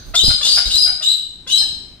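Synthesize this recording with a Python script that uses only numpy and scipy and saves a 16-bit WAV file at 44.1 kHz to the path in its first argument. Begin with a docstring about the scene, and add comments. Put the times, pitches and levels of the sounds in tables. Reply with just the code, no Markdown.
"""A cockatoo screeches five times as it takes off beside the microphone and crosses a hard-walled kitchen.
Each screech is a buzz near 800 Hz whose 4th to 6th partials carry the power; most open and close with
a low croak. The draught of the wings buffets the stereo microphone, the room rings after every call,
and the house rumbles faintly behind."""
import sys
import numpy as np
from scipy import signal
from scipy.fft import rfft, irfft
from scipy.io import wavfile
from scipy.ndimage import uniform_filter1d, minimum_filter1d

SR = 44100
rng = np.random.default_rng(int(sys.argv[2]) if len(sys.argv) > 2 else 0)


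def bounce(signal):
    """Save signal as a 16-bit WAV file at the path given by the first command-line argument."""
    frames = np.transpose(np.atleast_2d(signal))
    limited = np.clip(frames, -1, 1)
    pcm = np.round(limited * 32767).astype(np.int16)
    wavfile.write(sys.argv[1], SR, pcm)


N = 88200
TIME = np.arange(N) / SR


def amp(db):
    """Decibels to gain."""
    return 10 ** (np.asarray(db) / 20)


def unit(x):
    """Scales to rms 1."""
    return x / np.sqrt(np.mean(abs(x) ** 2) + 1e-20)


def curve(rows, t):
    """Every column of a time table, read at times t."""
    at, *columns = np.transpose(rows)
    return [np.interp(t, at, c) for c in columns]


def read(points, hz):
    """A spectrum table, read on a log-frequency axis."""
    f, value = np.transpose(points)
    return np.interp(np.log(hz + 1), np.log(f + 1), value)


def colour(x, points):
    """Gives x a spectrum, at rms 1."""
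    count = x.shape[-1]
    gain = amp(read(points, np.fft.rfftfreq(count, 1 / SR)))
    return unit(irfft(rfft(x) * gain, count))


def wobble(count, hz):
    """Smooth random motion up to a rate, rms about 1."""
    rolloff = 1 + (np.fft.rfftfreq(N, 1 / SR) / hz) ** 4
    return unit(irfft(rfft(rng.standard_normal(N)) / rolloff, N))[:count]


def add(mix, start, sound):
    """Mixes a sound in at a start in seconds."""
    part = mix[max(round(start * SR), 0):][:len(sound)]
    part += sound[:len(part)]


# The syrinx distorts each partial into its multiples. Each row: frequency in Hz, dB against the partial.
SYRINX_OVERTONES = [(6000, -10.5), (7300, -10), (10000, -18), (10900, -31), (12000, -24.5), (13500, -38),
                    (15000, -31)]
# The rasp in the voice. Each row: frequency in Hz, level in dB.
RASP_TONE = [(300, -13.5), (2300, -17), (3000, -3), (4500, 3), (5500, -2.5), (9500, -9), (11000, -23.5),
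             (15500, -29.5)]


def screech(rows):
    """Three strong partials of an unsteady buzz, with air rasping through once a cycle."""
    t = np.arange(rows[0][0], rows[-1][0], 1 / SR)
    count = len(t)
    hz, *partial_db, rasp_db = curve(rows, t)
    roughness = amp(np.minimum(rasp_db - np.max(partial_db, 0), 0))  # more rasp, shakier pitch
    jitter = 0.0089 * (1 + 2.4 * roughness) * wobble(count, hz=470)
    waver = 0.0059 * wobble(count, hz=96.2)
    turns = np.cumsum(hz * (1 + jitter + waver)) / SR
    tone = np.zeros(count)
    for k, db in enumerate(partial_db, 4):
        phase = 2 * np.pi * k * turns
        overtones = sum(amp(read(SYRINX_OVERTONES, m * k * hz)) * np.cos(m * phase) for m in (2, 3, 4))
        shimmer = 1 + 0.34 * wobble(count, hz=242)
        tone += amp(db) * shimmer * (np.cos(phase) + overtones)
    puffs = np.exp(-(turns % 1) / .3)
    air = unit(puffs * rng.standard_normal(N)[:count])
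    upper_partials = unit(sum(np.cos(2 * np.pi * (k * turns + rng.random())) for k in range(7, 21)))
    rattle = amp(4 * wobble(count, hz=170))
    rasp = colour((air + 0.58 * upper_partials) * rattle, RASP_TONE)
    attack = np.sin(np.pi / 2 * np.minimum((t - t[0]) / 0.0057, 1)) ** 2
    release = np.minimum((t[-1] - t) / 0.002, 1)
    return t[0], (np.sqrt(2) * tone + amp(rasp_db) * rasp) * attack * release


# The throaty colour of a croak. Each row: frequency in Hz, level in dB.
CROAK_SPECTRUM = [(300, -25), (550, -2.5), (1000, -4), (1400, 2.5), (2100, -6), (5000, -6.5)]


def croak(start, length, first_hz, last_hz, db, fundamental_db, hoarse):
    """The bare buzz, strong in its low partials; hoarseness shakes its pitch and adds air."""
    count = round(length * SR)
    jitter = hoarse * 0.083 * wobble(count, hz=470)
    hz = np.linspace(first_hz, last_hz, count) * (1 + jitter)
    turns = np.cumsum(hz) / SR
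    buzz = np.zeros(count)
    for k in range(1, 7):
        partial_db = read(CROAK_SPECTRUM, k * hz) + fundamental_db * (k == 1)
        buzz += amp(partial_db) * np.cos(2 * np.pi * k * turns)
    air = colour(rng.standard_normal(N), CROAK_SPECTRUM + [(8000, -33)])[:count]
    return start, amp(db) * (unit(buzz) + hoarse * 0.44 * air) * np.hanning(count)


# Five screeches, one list apiece. Each row: time in seconds, buzz pitch in Hz,
# then levels in dB of the 4th, 5th and 6th partials and of the rasp.
SCREECH_CONTOURS = [
    [(.142, 658, -59, -70, -43, -24), (.163, 708, -42, -8, -23, -13), (.194, 745.3, -36, -9.5, -41, -31),
     (.202, 786.3, -11.5, -23, -45, -47), (.228, 776, -21.5, -10, -28, -43),
     (.239, 818, -27, -16.5, -12, -34), (.29, 826.2, -50, -17, -12, -24), (.305, 845, -36, -10.5, -41, -50)],
    [(.414, 669.4, -58, -46, -47, -21), (.432, 695.4, -33.5, -19.5, -34, -27),
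     (.476, 754, -19.5, -12.5, -21, -13.5), (.486, 800, -36, -23, -13.5, -21),
     (.527, 733.5, -47, -26, -12, -20.5), (.545, 822.2, -49, -28, -15, -25),
     (.588, 845, -47, -39, -11.5, -25.5), (.602, 834, -41, -47, -37, -42)],
    [(.7, 714.3, -27.5, -34, -51, -20), (.718, 737.4, -27.5, -18, -19, -25),
     (.743, 778.4, -40, -11.5, -42, -25), (.769, 816.2, -41, -9, -38, -25),
     (.785, 805.7, -50, -32, -8, -24.5), (.803, 829.5, -55, -36, -9, -28),
     (.854, 821.5, -35, -44, -12.5, -34), (.869, 793, -29, -15, -44, -38)],
    [(1.02, 697.6, -30.5, -17.5, -47, -19.5), (1.037, 747.6, -19.5, -18, -54, -37),
     (1.062, 761.1, -37.5, -11, -28, -44), (1.102, 807.6, -39, -15, -53, -33),
     (1.118, 779, -30, -7, -48, -35)],
    [(1.469, 656.2, -46.5, -31, -50, -36), (1.5, 733.7, -19.5, -23, -33, -26.5),
     (1.517, 785.4, -13, -20, -44, -25.5), (1.541, 778.7, -25.5, -8.5, -41, -31),
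     (1.568, 801, -27, -13.5, -38, -31.5), (1.585, 859, -34, -15, -13, -26),
     (1.604, 829, -50, -14.5, -27, -47), (1.62, 840, -45, -47, -38, -48)],
]
# A short, soft chirp after the second screech, with the same columns.
CHIRP_CONTOUR = [(.65, 746, -36, -24, -51, -33.5), (.686, 852, -38, -28.5, -55, -27),
                 (.696, 786, -58, -34, -58, -45)]
# Croaks as the voice starts and stops. Each row: start and length in seconds, first and last pitch in Hz,
# level in dB, lift of the fundamental in dB, hoarseness (0 is clean).
EDGE_CROAKS = [(0.135, 0.026, 588, 769, -23, 1, 0.86), (0.293, 0.029, 780, 698, -25.5, -3, 0.8),
               (0.405, 0.022, 547, 631, -31.5, -2.5, 0.64), (.56, 0.0443, 800.4, 690, -23, -5.5, 1.02),
               (0.846, 0.064, 720, 770, -29, 0, 0.6), (0.997, 0.031, 627, 611, -35, 0, 0.9),
               (1.461, 0.019, 497, 579, -33.5, 3.5, .8), (1.598, 0.037, 887, 824, -35, 3.5, 0.53)]
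# The bird flies away from the microphone. Each row: time in seconds, gain of the direct sound in dB.
FLIGHT_AWAY = [(.15, 0.5), (.6, -1), (1.1, -8.5), (1.6, -8.5)]


def cockatoo():
    """The calls, direct and thrown back by the kitchen, with the screech band louder on the left."""
    screeches, croaks = np.zeros(N), np.zeros(N)
    for rows in SCREECH_CONTOURS + [CHIRP_CONTOUR]:
        add(screeches, *screech(rows))
    for row in EDGE_CROAKS:
        add(croaks, *croak(*row))
    left = amp(curve(FLIGHT_AWAY, TIME)[0]) * (screeches + croaks)
    right = np.interp(TIME - 3 / SR, TIME, left)  # arrives three samples later
    heard = np.array([left, right]) + amp(-3) * kitchen(screeches + amp(0.5) * croaks)
    band = signal.sosfiltfilt(signal.butter(2, [2200, 6000], "band", fs=SR, output="sos"), heard)
    return heard + band * (amp([[2.5], [-2.5]]) - 1)


# Wingbeats felt at the microphone. 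Each row: time in seconds, left and right level in dB.
DRAUGHT_LEVELS = [(0, -58, -73), (.07, -28.5, -32), (.16, -35.5, -31), (.29, -26, -27), (.41, -43.5, -39.5),
                  (.51, -52, -50), (.59, -33, -34), (.635, -48, -47), (.68, -36, -27.5), (.77, -45, -40.5),
                  (.835, -34, -28), (.94, -33, -65), (1.03, -68, -75)]
# Their rumble. Each row: frequency in Hz, level in dB.
DRAUGHT_SPECTRUM = [(15, -15.5), (40, 1), (70, -10), (250, -28), (600, -35), (2000, -47)]


def wing_draught():
    """Lumpy air from the wings, its turbulence unrelated at the two microphone ports."""
    turbulence = colour(rng.standard_normal((2, N)), DRAUGHT_SPECTRUM)
    lumps_db = 3 * wobble(N, hz=21.2)
    return turbulence * amp(curve(DRAUGHT_LEVELS, TIME) + lumps_db)


# Gusts at close range. Each row: start in seconds, length in seconds, level at the right port in dB.
CLOSE_GUSTS = [(0.232, 0.02, -11.5), (0.264, 0.036, -11), (0.287, 0.0343, -18.5)]
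# Their thud. Each row: frequency in Hz, level in dB.
GUST_SPECTRUM = [(15, -3), (55, -4), (100, -8), (350, -26), (900, -35), (2500, -73)]


def takeoff_gusts(push_hz=55.6):
    """Hard gusts hit the right port, each a slow swing of pressure mixed with turbulence."""
    gusts = np.zeros(N)
    for start, length, db in CLOSE_GUSTS:
        count = round(length * SR)
        push = amp(-5.5) * unit(np.sin(2 * np.pi * push_hz * TIME[:count]))
        lump = push + colour(rng.standard_normal(N), GUST_SPECTRUM)[:count]
        gust = (lump - lump.mean()) * signal.windows.tukey(count, .6)
        add(gusts, start, amp(db) * unit(gust))
    return gusts * amp([[-32], [0]])


# Hard walls all round the microphone. Each row: frequency in Hz, seconds to die away by 60 dB.
KITCHEN_T60 = [(300, .45), (1500, .68), (4000, .67), (8000, .53), (15000, .42)]


def kitchen(calls, early_spread_s=.022):
    """Early reflections over a dense tail that rings longest in the screech band."""
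    hz, t, noise = signal.stft(rng.standard_normal((2, SR)), SR, nperseg=256)
    decay = amp(-60 * t / read(KITCHEN_T60, hz)[:, None])
    tail = signal.istft(noise * decay, SR, nperseg=256)[1][:, :SR]
    tail *= np.minimum(TIME[:SR] / 0.002, 1)
    tail /= np.linalg.norm(tail, axis=1, keepdims=True)
    for side, taps in zip(tail, rng.random(size=(2, 8))):
        arrivals = (SR * (.002 + early_spread_s * taps)).astype(int)
        side[arrivals] += amp(-3) / np.sqrt(len(taps))
    return signal.fftconvolve(calls[None], tail, axes=1)[:, :N]


# A screech still hanging in the kitchen. Each row: frequency in Hz, level in dB.
ECHO_SPECTRUM = [(1100, -24), (1480, 6.5), (2300, -25), (3950, 6.5), (4900, 4), (5700, -22), (6180, 9.5),
                 (6800, -21)]


def lingering_echo(t60_s=0.76):
    """At the start the room still rings from an earlier call."""
    return colour(rng.standard_normal((2, N)), ECHO_SPECTRUM) * amp(-39.5 - 60 * TIME / t60_s)


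# Room tone, far behind the bird. Each row: frequency in Hz, level in dB.
RUMBLE_SPECTRUM = [(45, 1.5), (250, -6), (600, -19), (1500, -25), (5000, -27.5), (15000, -47)]
# Its slow drift. Each row: time in seconds, level in dB.
RUMBLE_LEVELS = [(0, -43), (1.1, -53), (1.7, -43), (2, -47.5)]


def house_rumble():
    """Low background of the house, mostly the same at both ports."""
    own, shared = rng.standard_normal((2, N)), rng.standard_normal(N)
    return colour(own + 2.35 * shared, RUMBLE_SPECTRUM) * amp(curve(RUMBLE_LEVELS, TIME)[0])


def scene():
    """Bird, wing wind and room, from one spot in the kitchen."""
    return cockatoo() + lingering_echo() + wing_draught() + takeoff_gusts() + house_rumble()


def record(dry, ceiling=0.89, cutoff_hz=15650):
    """A quick limiter rounds off the loudest peaks; then the highest treble is cut."""
    gain = np.minimum(1, ceiling / (abs(dry).max(0) + 1e-9))
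    gain = uniform_filter1d(minimum_filter1d(gain, size=300), size=300)
    lowpass = signal.firwin(511, cutoff_hz, window=("kaiser", 9), fs=SR)
    return signal.oaconvolve(dry * gain, lowpass[None], "same")


dry = scene()
out = record(dry)
bounce(out)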